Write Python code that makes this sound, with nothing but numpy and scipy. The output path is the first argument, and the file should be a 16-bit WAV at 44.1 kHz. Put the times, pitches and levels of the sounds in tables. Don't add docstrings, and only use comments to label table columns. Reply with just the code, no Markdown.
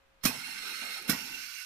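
import sys
import numpy as np
from scipy import signal
from scipy.fft import rfft, irfft
from scipy.io import wavfile
from scipy.ndimage import uniform_filter1d

SR = 44100
rng = np.random.default_rng(int(sys.argv[2]) if len(sys.argv) > 2 else 0)


def rack_gain(trim_db):
    fader = np.asarray(trim_db, float)
    return 10 ** (fader / 20)


def pcm_store(signal):
    levels = np.round(np.clip(np.atleast_2d(signal), -1, 1) * 32767)
    wavfile.write(sys.argv[1], SR, levels.astype(np.int16).T)


N = 72765
T = np.arange(N) / SR

# f/Hz, level/dB
ROOM_COLOUR = [(20, -7), (35, -6.5), (60, -11), (250, -18), (1000, -16), (2500, -19.5), (4500, -28),
               (10000, -37)]
# f/Hz, level/dB
ROOM_HUMS = [(541, -77), (1240, -88), (1615, -85)]
# f/Hz, level/dB
PATTER_COLOUR = [(100, -47.5), (200, 2), (300, -10.5), (450, -4), (680, -9), (900, 2), (1300, -39),
                 (2000, -47)]
# t/s, level/dB, length/s, centre f/Hz
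SPLASHES = [(0.297, -47.5, 0.15, 890), (0.478, -62, 0.069, 245), (0.594, -59.5, 0.076, 222),
            (0.673, -61, 0.22, 333), (0.828, -53.5, 0.067, 244), (0.835, -52, 0.067, 760),
            (0.868, -57.5, 0.06, 610), (0.965, -51, 0.043, 765), (1.035, -56, 0.176, 373),
            (1.139, -46, 0.072, 970), (1.257, -56, 0.11, 270), (1.267, -61, 0.088, 820),
            (1.326, -57.5, 0.14, 265), (1.025, -64, .06, 201), (0.703, -62, 0.086, 720),
            (1.407, -68.5, 0.092, 266)]
# t/s, level/dB, f/Hz, length/s
BENCH_REBOUNDS = [
    (0.24, -34.5, 176, 0.011),
    (0.263, -42, 254, 0.034),
    (0.288, -38, 257, 0.02),
    (1.072, -47, 245, 0.028),
    (1.103, -42, 257, 0.02),
    (1.127, -34, 233, 0.013),
    (1.139, -38, 246, 0.024),
    (1.156, -51, 248, 0.018),
]
# t/s, level/dB, f/Hz, t60/s
VALVE_PINGS = [(.2535, -29, 1950, .04), (.256, -33, 800, .03), (.2667, -20, 2550, .03),
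               (.2775, -28, 2550, .04), (.283, -28, 2520, .07), (.303, -32, 2550, .04),
               (.308, -37, 900, .06), (1.0928, -20, 1480, .032), (1.096, -28, 2200, .06),
               (1.109, -32, 1930, .06), (1.125, -29, 1420, .04), (1.129, -31, 1915, .12),
               (1.136, -33, 1915, .07)]
# t/s, thud level/dB, bench f/Hz, crack level/dB
PISTON_SLAMS = [
    (.2533, -20, 228, -27),
    (1.0925, -20.5, 228, -29),
]
# f/Hz, level/dB
BENCH_COLOUR = [(60, -15), (130, -1.5), (200, -1.5), (260, 6), (330, -18), (500, -24.5), (900, -20),
                (1500, -43)]
# f/Hz, level/dB, t60/s
STEEL_MODES = [(524, -3, 0.036), (730, -3, 0.039), (1970, 0, 0.05), (2750, -4, .045), (3920, 7, 0.069),
               (4370, -8, .05), (5100, -3, .09), (5400, 3, 0.088)]
# t/s, level/dB
EXHAUST_FLOW = [(.21, -72), (.235, -55.5), (.27, -41), (.55, -41), (.7, -39.5), (.985, -39.5),
                (1.005, -44.5), (1.07, -47), (1.1, -37.5), (1.3, -41.5), (1.65, -42.5)]
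# f/Hz, level/dB
PUSH_COLOUR = [(530, -28), (900, -8), (1840, -3), (2120, -6), (3340, -7.5), (5370, -8.5), (7150, -13.5),
               (11900, -19), (15500, -24)]
# f/Hz, level/dB
PULL_COLOUR = [(530, -43), (900, -12), (1470, -2), (2720, 2.5), (3220, -4), (5370, 1), (7500, -7),
               (13600, -14.5), (15500, -20.5)]
# f/Hz, width/Hz, level/dB
PUSH_RESONANCES = [(1290, 50, -8), (1500, 100, -5), (2130, 80, -1), (2500, 120, -8), (2760, 110, -1),
                   (3920, 80, -5), (4290, 200, -3), (5350, 240, -5), (6280, 60, -11), (7770, 200, -15),
                   (9400, 800, -12), (11900, 900, -15)]
# f/Hz, width/Hz, level/dB
PULL_RESONANCES = [(1502, 37, 4), (2140, 44, 0.5), (2276, 29, 0.5), (2690, 80, 3.5), (2776, 35, 6),
                   (4015, 44, -0.5), (4340, 57, -5), (4580, 65, -1), (5400, 45, -0.5), (5420, 125, 2),
                   (6187, 70, 0.5), (9200, 770, -10), (11630, 740, -8.5), (13260, 1600, -11)]
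# slam t/s, lead/s, lead-in level/dB, peak level/dB, hold/s
VALVE_BLASTS = [
    (0.2511, 0.021, -9, -22.5, 0.012),
    (1.0946, 0.022, -12, -24.5, 0.0059),
]
# f/Hz, level/dB
BLAST_COLOUR = [(180, -32), (300, 7.5), (769, -9), (2520, -6), (4800, -15.5), (5390, -3), (7140, -10.5),
                (11700, -24), (15500, -10)]
# f/Hz, width/Hz, level/dB
BLAST_RESONANCES = [(1650, 240, -2.5), (2680, 360, -4.5), (4100, 600, -2.5), (5290, 230, 4.5),
                    (9370, 1570, -1.5), (12000, 2550, -1.5), (13600, 1600, -8)]
# f/Hz, left minus right level/dB
LEFT_MINUS_RIGHT = [(400, -7.5), (700, -5), (1000, -12.5), (1400, -2.5), (2400, -8.5), (4300, -5), (5500, -16.5),
                    (7500, -51), (15000, -43)]
# t/s, centre f/Hz, depth/dB
CARRIAGE_NOTCH = [(.36, 600, -15), (.43, 546, 16), (0.551, 486, 14), (.6, 590, 2.5), (.67, 596, 2.5),
                  (.78, 820, 13), (.82, 814, 0), (.9, 905, 1.5), (.94, 950, 2), (1.0, 1050, 2.5),
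                  (1.201, 586, -1), (1.28, 595, 7), (1.36, 610, 0), (1.5, 595, -4)]


def read(points, hz):
    f, value = np.transpose(points)
    return np.interp(np.log(hz + 1), np.log(f + 1), value)


def evened(x):
    return x / np.sqrt(np.mean(x ** 2) + 1e-20)


def drift(shape, size):
    return evened(uniform_filter1d(rng.standard_normal(shape), size=size))


def colour(x, points):
    gain = rack_gain(read(points, np.fft.rfftfreq(x.shape[-1], 1 / SR)))
    return irfft(rfft(x) * gain, x.shape[-1])


def scattered(x):
    longest_s = 0.002
    hz = np.fft.rfftfreq(2 * N, 1 / SR)
    delay = longest_s * np.interp(hz, np.linspace(0, SR / 2, 300), rng.random(300))
    phase = -2 * np.pi * np.cumsum(delay) * hz[1]
    left = irfft(rfft(x[0], 2 * N) * np.exp(1j * phase) * rack_gain(read(LEFT_MINUS_RIGHT, hz)))[:N]
    return rack_gain(3.5) * np.array([left, x[1]])


def hollowed(x):
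    width_octaves = 0.3
    hz, t, z = signal.stft(x, SR, nperseg=1024)
    s, centre, depth_db = np.transpose(CARRIAGE_NOTCH)
    away = np.log2((hz[:, None] + 1) / np.interp(t, s, centre)) / width_octaves
    notch_db = np.interp(t, s, np.maximum(depth_db, 0)) * np.exp(-away ** 4)
    return signal.istft(z * rack_gain(-notch_db), nperseg=1024)[1][:, :N]


def room():
    level_db, hum_fade_db_per_s = -69.5, 12
    hum = np.zeros((2, N))
    for hz, db in ROOM_HUMS:
        hum += rack_gain(db + 3) * np.sin(2 * np.pi * (hz * T + rng.random((2, 1)) * 0.1))
    hum *= rack_gain(-hum_fade_db_per_s * np.maximum(T - VALVE_BLASTS[0][0], 0))
    noise = rng.standard_normal((3, N))
    low = colour(noise[2] - noise[:2], [(80, 0), (130, -30)])
    return rack_gain(level_db + 2.5) * evened(colour(noise[:2] + low, ROOM_COLOUR)) + hum


def liquid():
    patter_db, start_s, end_s = -59.5, 0.25, 1.347
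    lumps = rack_gain(4.0 * drift((2, N), 900))
    out = rack_gain(patter_db) * evened(colour(rng.standard_normal((2, N)), PATTER_COLOUR)) * lumps
    out *= np.clip((T - start_s) / 0.02, 0, 1) * rack_gain(-120 * np.maximum(T - end_s, 0))
    for s, db, length, hz in SPLASHES:
        band = [(hz / 2.2, -25), (hz / 1.2, 0), (hz * 1.2, 0), (hz * 1.8, -25)]
        noise = rng.standard_normal((3, N))
        noise = evened(colour(noise[:2] + noise[2], band))
        u = np.maximum((T - s) / length + 0.23, 0) * 4
        out += rack_gain(db + 7.5) * noise * u * np.exp(-u)
    return out


def rebounds():
    out = np.zeros(N)
    for s, db, hz, length in BENCH_REBOUNDS:
        pulse = np.sin(np.pi * np.clip((T - s) / length, 0, 1)) ** 2
        out += rack_gain(db) * pulse * np.sin(2 * np.pi * hz * (T - s))
    return out


def pings():
    rise_s, left_db, right_db = 0.0012, -7, 2
    out = np.zeros(N)
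    for s, db, hz, t60 in VALVE_PINGS:
        u = np.maximum(T - s, 0)
        out += (1 - np.exp(-u / rise_s)) * rack_gain(db - 60 * u / t60) * np.sin(2 * np.pi * hz * u)
    return out * rack_gain([[left_db], [right_db]])


def thuds():
    length_s, lag_s, tail_db = 0.013, 0.0008, -17
    tail_t60, late_db, late_t60 = 0.2, -10, 0.75
    puff_s, puff_db, puff_length_s = 0.234, -42, 0.03
    noise = rng.standard_normal((3, N))
    boom = evened(colour(noise[2] + 0.71 * noise[:2], BENCH_COLOUR))
    out = np.zeros((2, N))
    for s, db, hz, _ in PISTON_SLAMS:
        u = np.maximum(T - s, 0)
        pulse = np.sin(np.pi * np.clip(u / length_s, 0, 1) ** 0.7) ** 1.6
        out += rack_gain(db) * pulse * np.sin(2 * np.pi * hz * (u - lag_s))
        decay = rack_gain(-60 * u / tail_t60) + rack_gain(late_db - 60 * u / late_t60)
        out += rack_gain(db + tail_db) * boom * np.minimum(u / length_s, 1) ** 2 * decay
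    return out + rack_gain(puff_db) * np.sin(np.pi * np.clip((T - puff_s) / puff_length_s, 0, 1)) ** 2


def ring(x):
    t = np.arange(SR // 2) / SR
    modes = sum(rack_gain(db - 60 * t / t60) * np.sin(2 * np.pi * hz * t) for hz, db, t60 in STEEL_MODES)
    return signal.fftconvolve(x, modes)[:N]


def cracks():
    out = np.zeros(N)
    for s, _, _, crack_db in PISTON_SLAMS:
        u = np.maximum(T - s, 0)
        knock = (u > 0) * np.exp(-u / 0.00061) * rng.standard_normal(N)
        steel = ring(knock)
        out += rack_gain(crack_db) * (steel / abs(steel).max() + 0.4 * knock)
    return out


def valve_tick():
    tick_s, db, t60 = 1.0235, -29, 0.014
    u = np.maximum(T - tick_s, 0)
    tick = np.minimum(u / 0.0014, 1) * rack_gain(db - 60 * u / t60) * rng.standard_normal(N)
    return colour(tick, [(1500, -8), (6000, -8), (9000, 0), (14000, -3)])


def air(base, rings, ring_db, patch_db, low_hz):
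    alike, wander_hz, wander_db, ripple_db = 0.55, 10, 1.2, 1.6
    frames, hz = N // 256 + 5, np.fft.rfftfreq(1024, 1 / SR)[:, None]
    a, b, c, d, p, q = rng.standard_normal((frames, 513, 6)).T
    patches = evened(uniform_filter1d(uniform_filter1d(p, size=6, axis=0), size=8, axis=1))
    ripple = evened(uniform_filter1d(q, size=30, axis=1))
    power = rack_gain(2 * read(base, hz)) / (1 + (low_hz / (hz + 1)) ** 8)
    for f, width, db in rings:
        wander = rng.standard_normal((frames, 2))
        shift, swell = evened(uniform_filter1d(wander, size=16, axis=0)).T
        away = 2 * (hz - f - wander_hz * shift) / (abs(width) + 35)
        power = power + rack_gain(2 * (db + ring_db + wander_db * swell)) / (1 + away ** 2) ** 1.5
    right = a + 1j * b
    left = alike * right + np.sqrt(1 - alike ** 2) * (c + 1j * d)
    z = np.array([left, right]) * np.sqrt(power) * rack_gain(patch_db * patches + ripple_db * ripple)
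    return evened(signal.istft(z, nperseg=1024, noverlap=768)[1][:, :N])


def exhaust():
    turn_s, flicker_db, ring_db, patch_db = 1.09, -0.6, 6, 1.5
    bright = 0.44
    turn = np.clip((T - turn_s) / 0.011, 0, 1)
    push = air(PUSH_COLOUR, PUSH_RESONANCES, ring_db, patch_db, 1400)
    pull = air(PULL_COLOUR, PULL_RESONANCES, ring_db, patch_db, 1000)
    hiss = (1 - turn) * push + turn * pull
    db = np.interp(T, *np.transpose(EXHAUST_FLOW), left=-130) + flicker_db * drift(N, 500)
    low = colour(hiss, [(5500, 0.0), (7000, -33)])
    return rack_gain(db) * (low + (hiss - low) * rack_gain(bright * np.minimum(db + 45, 0)))


def blasts():
    t60, linger_db, linger_t60 = 0.11, -17, 0.66
    env = np.zeros(N)
    for s, lead, lead_db, db, hold in VALVE_BLASTS:
        u = np.maximum(T - s - hold, 0)
        decay = rack_gain(-60 * u / t60) + rack_gain(linger_db - 60 * u / linger_t60)
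        v = np.clip((T - s + lead) / lead, 0, 1)
        swell = np.clip(v / 0.4, 0, 1) ** 2 * (0.5 + 0.5 * v)
        burst = np.clip((T - s) / 0.002, 0, 1)
        env += rack_gain(db) * decay * (rack_gain(lead_db) * swell + (1 - rack_gain(lead_db)) * burst)
    sputter = rack_gain(1.8 * drift(N, 40))
    return env * sputter * air(BLAST_COLOUR, BLAST_RESONANCES, -3, 1.6, 508)


def scene():
    room_fade = rack_gain(-19 * np.maximum(T - 1.47, 0))
    shadowed = scattered(exhaust() + blasts() + cracks() + valve_tick())
    knocks = thuds() + rebounds() + pings()
    return hollowed(shadowed + knocks + liquid() * rack_gain([[-2], [2]]) + room() * room_fade)


def treble_dropouts(x):
    threshold, from_hz, top_extra = 1.4, 6000, 1.5
    hz, _, z = signal.stft(x, SR, nperseg=1024)
    hz = hz[:, None]
    chance = uniform_filter1d(rng.standard_normal((z.shape[2], 103, 2)), size=4, axis=0).T
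    chance = evened(chance + 0.15 * rng.standard_normal((103, 1)))
    chance = chance.repeat(5, axis=1)[:, :513]
    chance = chance + top_extra * np.clip((hz - 12500) / 2800, 0, 1) ** 2
    loud = 10 * np.log10((abs(z) ** 2).sum(1, keepdims=True) + 1e-12)
    chance = chance - np.maximum(loud - np.median(loud) - 3, 0) / 3
    kept = 1 / (1 + np.exp(12 * (chance - threshold)))
    z = z * kept ** np.clip((hz - from_hz) / 800, 0, 1)
    return signal.istft(z, nperseg=1024)[1][:, :N]


def low_pass(x):
    return signal.sosfilt(signal.butter(12, 15600, fs=SR, output="sos"), x)


def record(dry):
    left = rack_gain(-33 * np.maximum(T - 1.42, 0))
    both = treble_dropouts(dry * np.array([left, np.ones(N)]))
    band_limit = signal.firwin(1023, 15330, fs=SR)[None]
    return low_pass(signal.oaconvolve(both, band_limit, "same", axes=1))


dry = scene()
out = record(dry)
pcm_store(out)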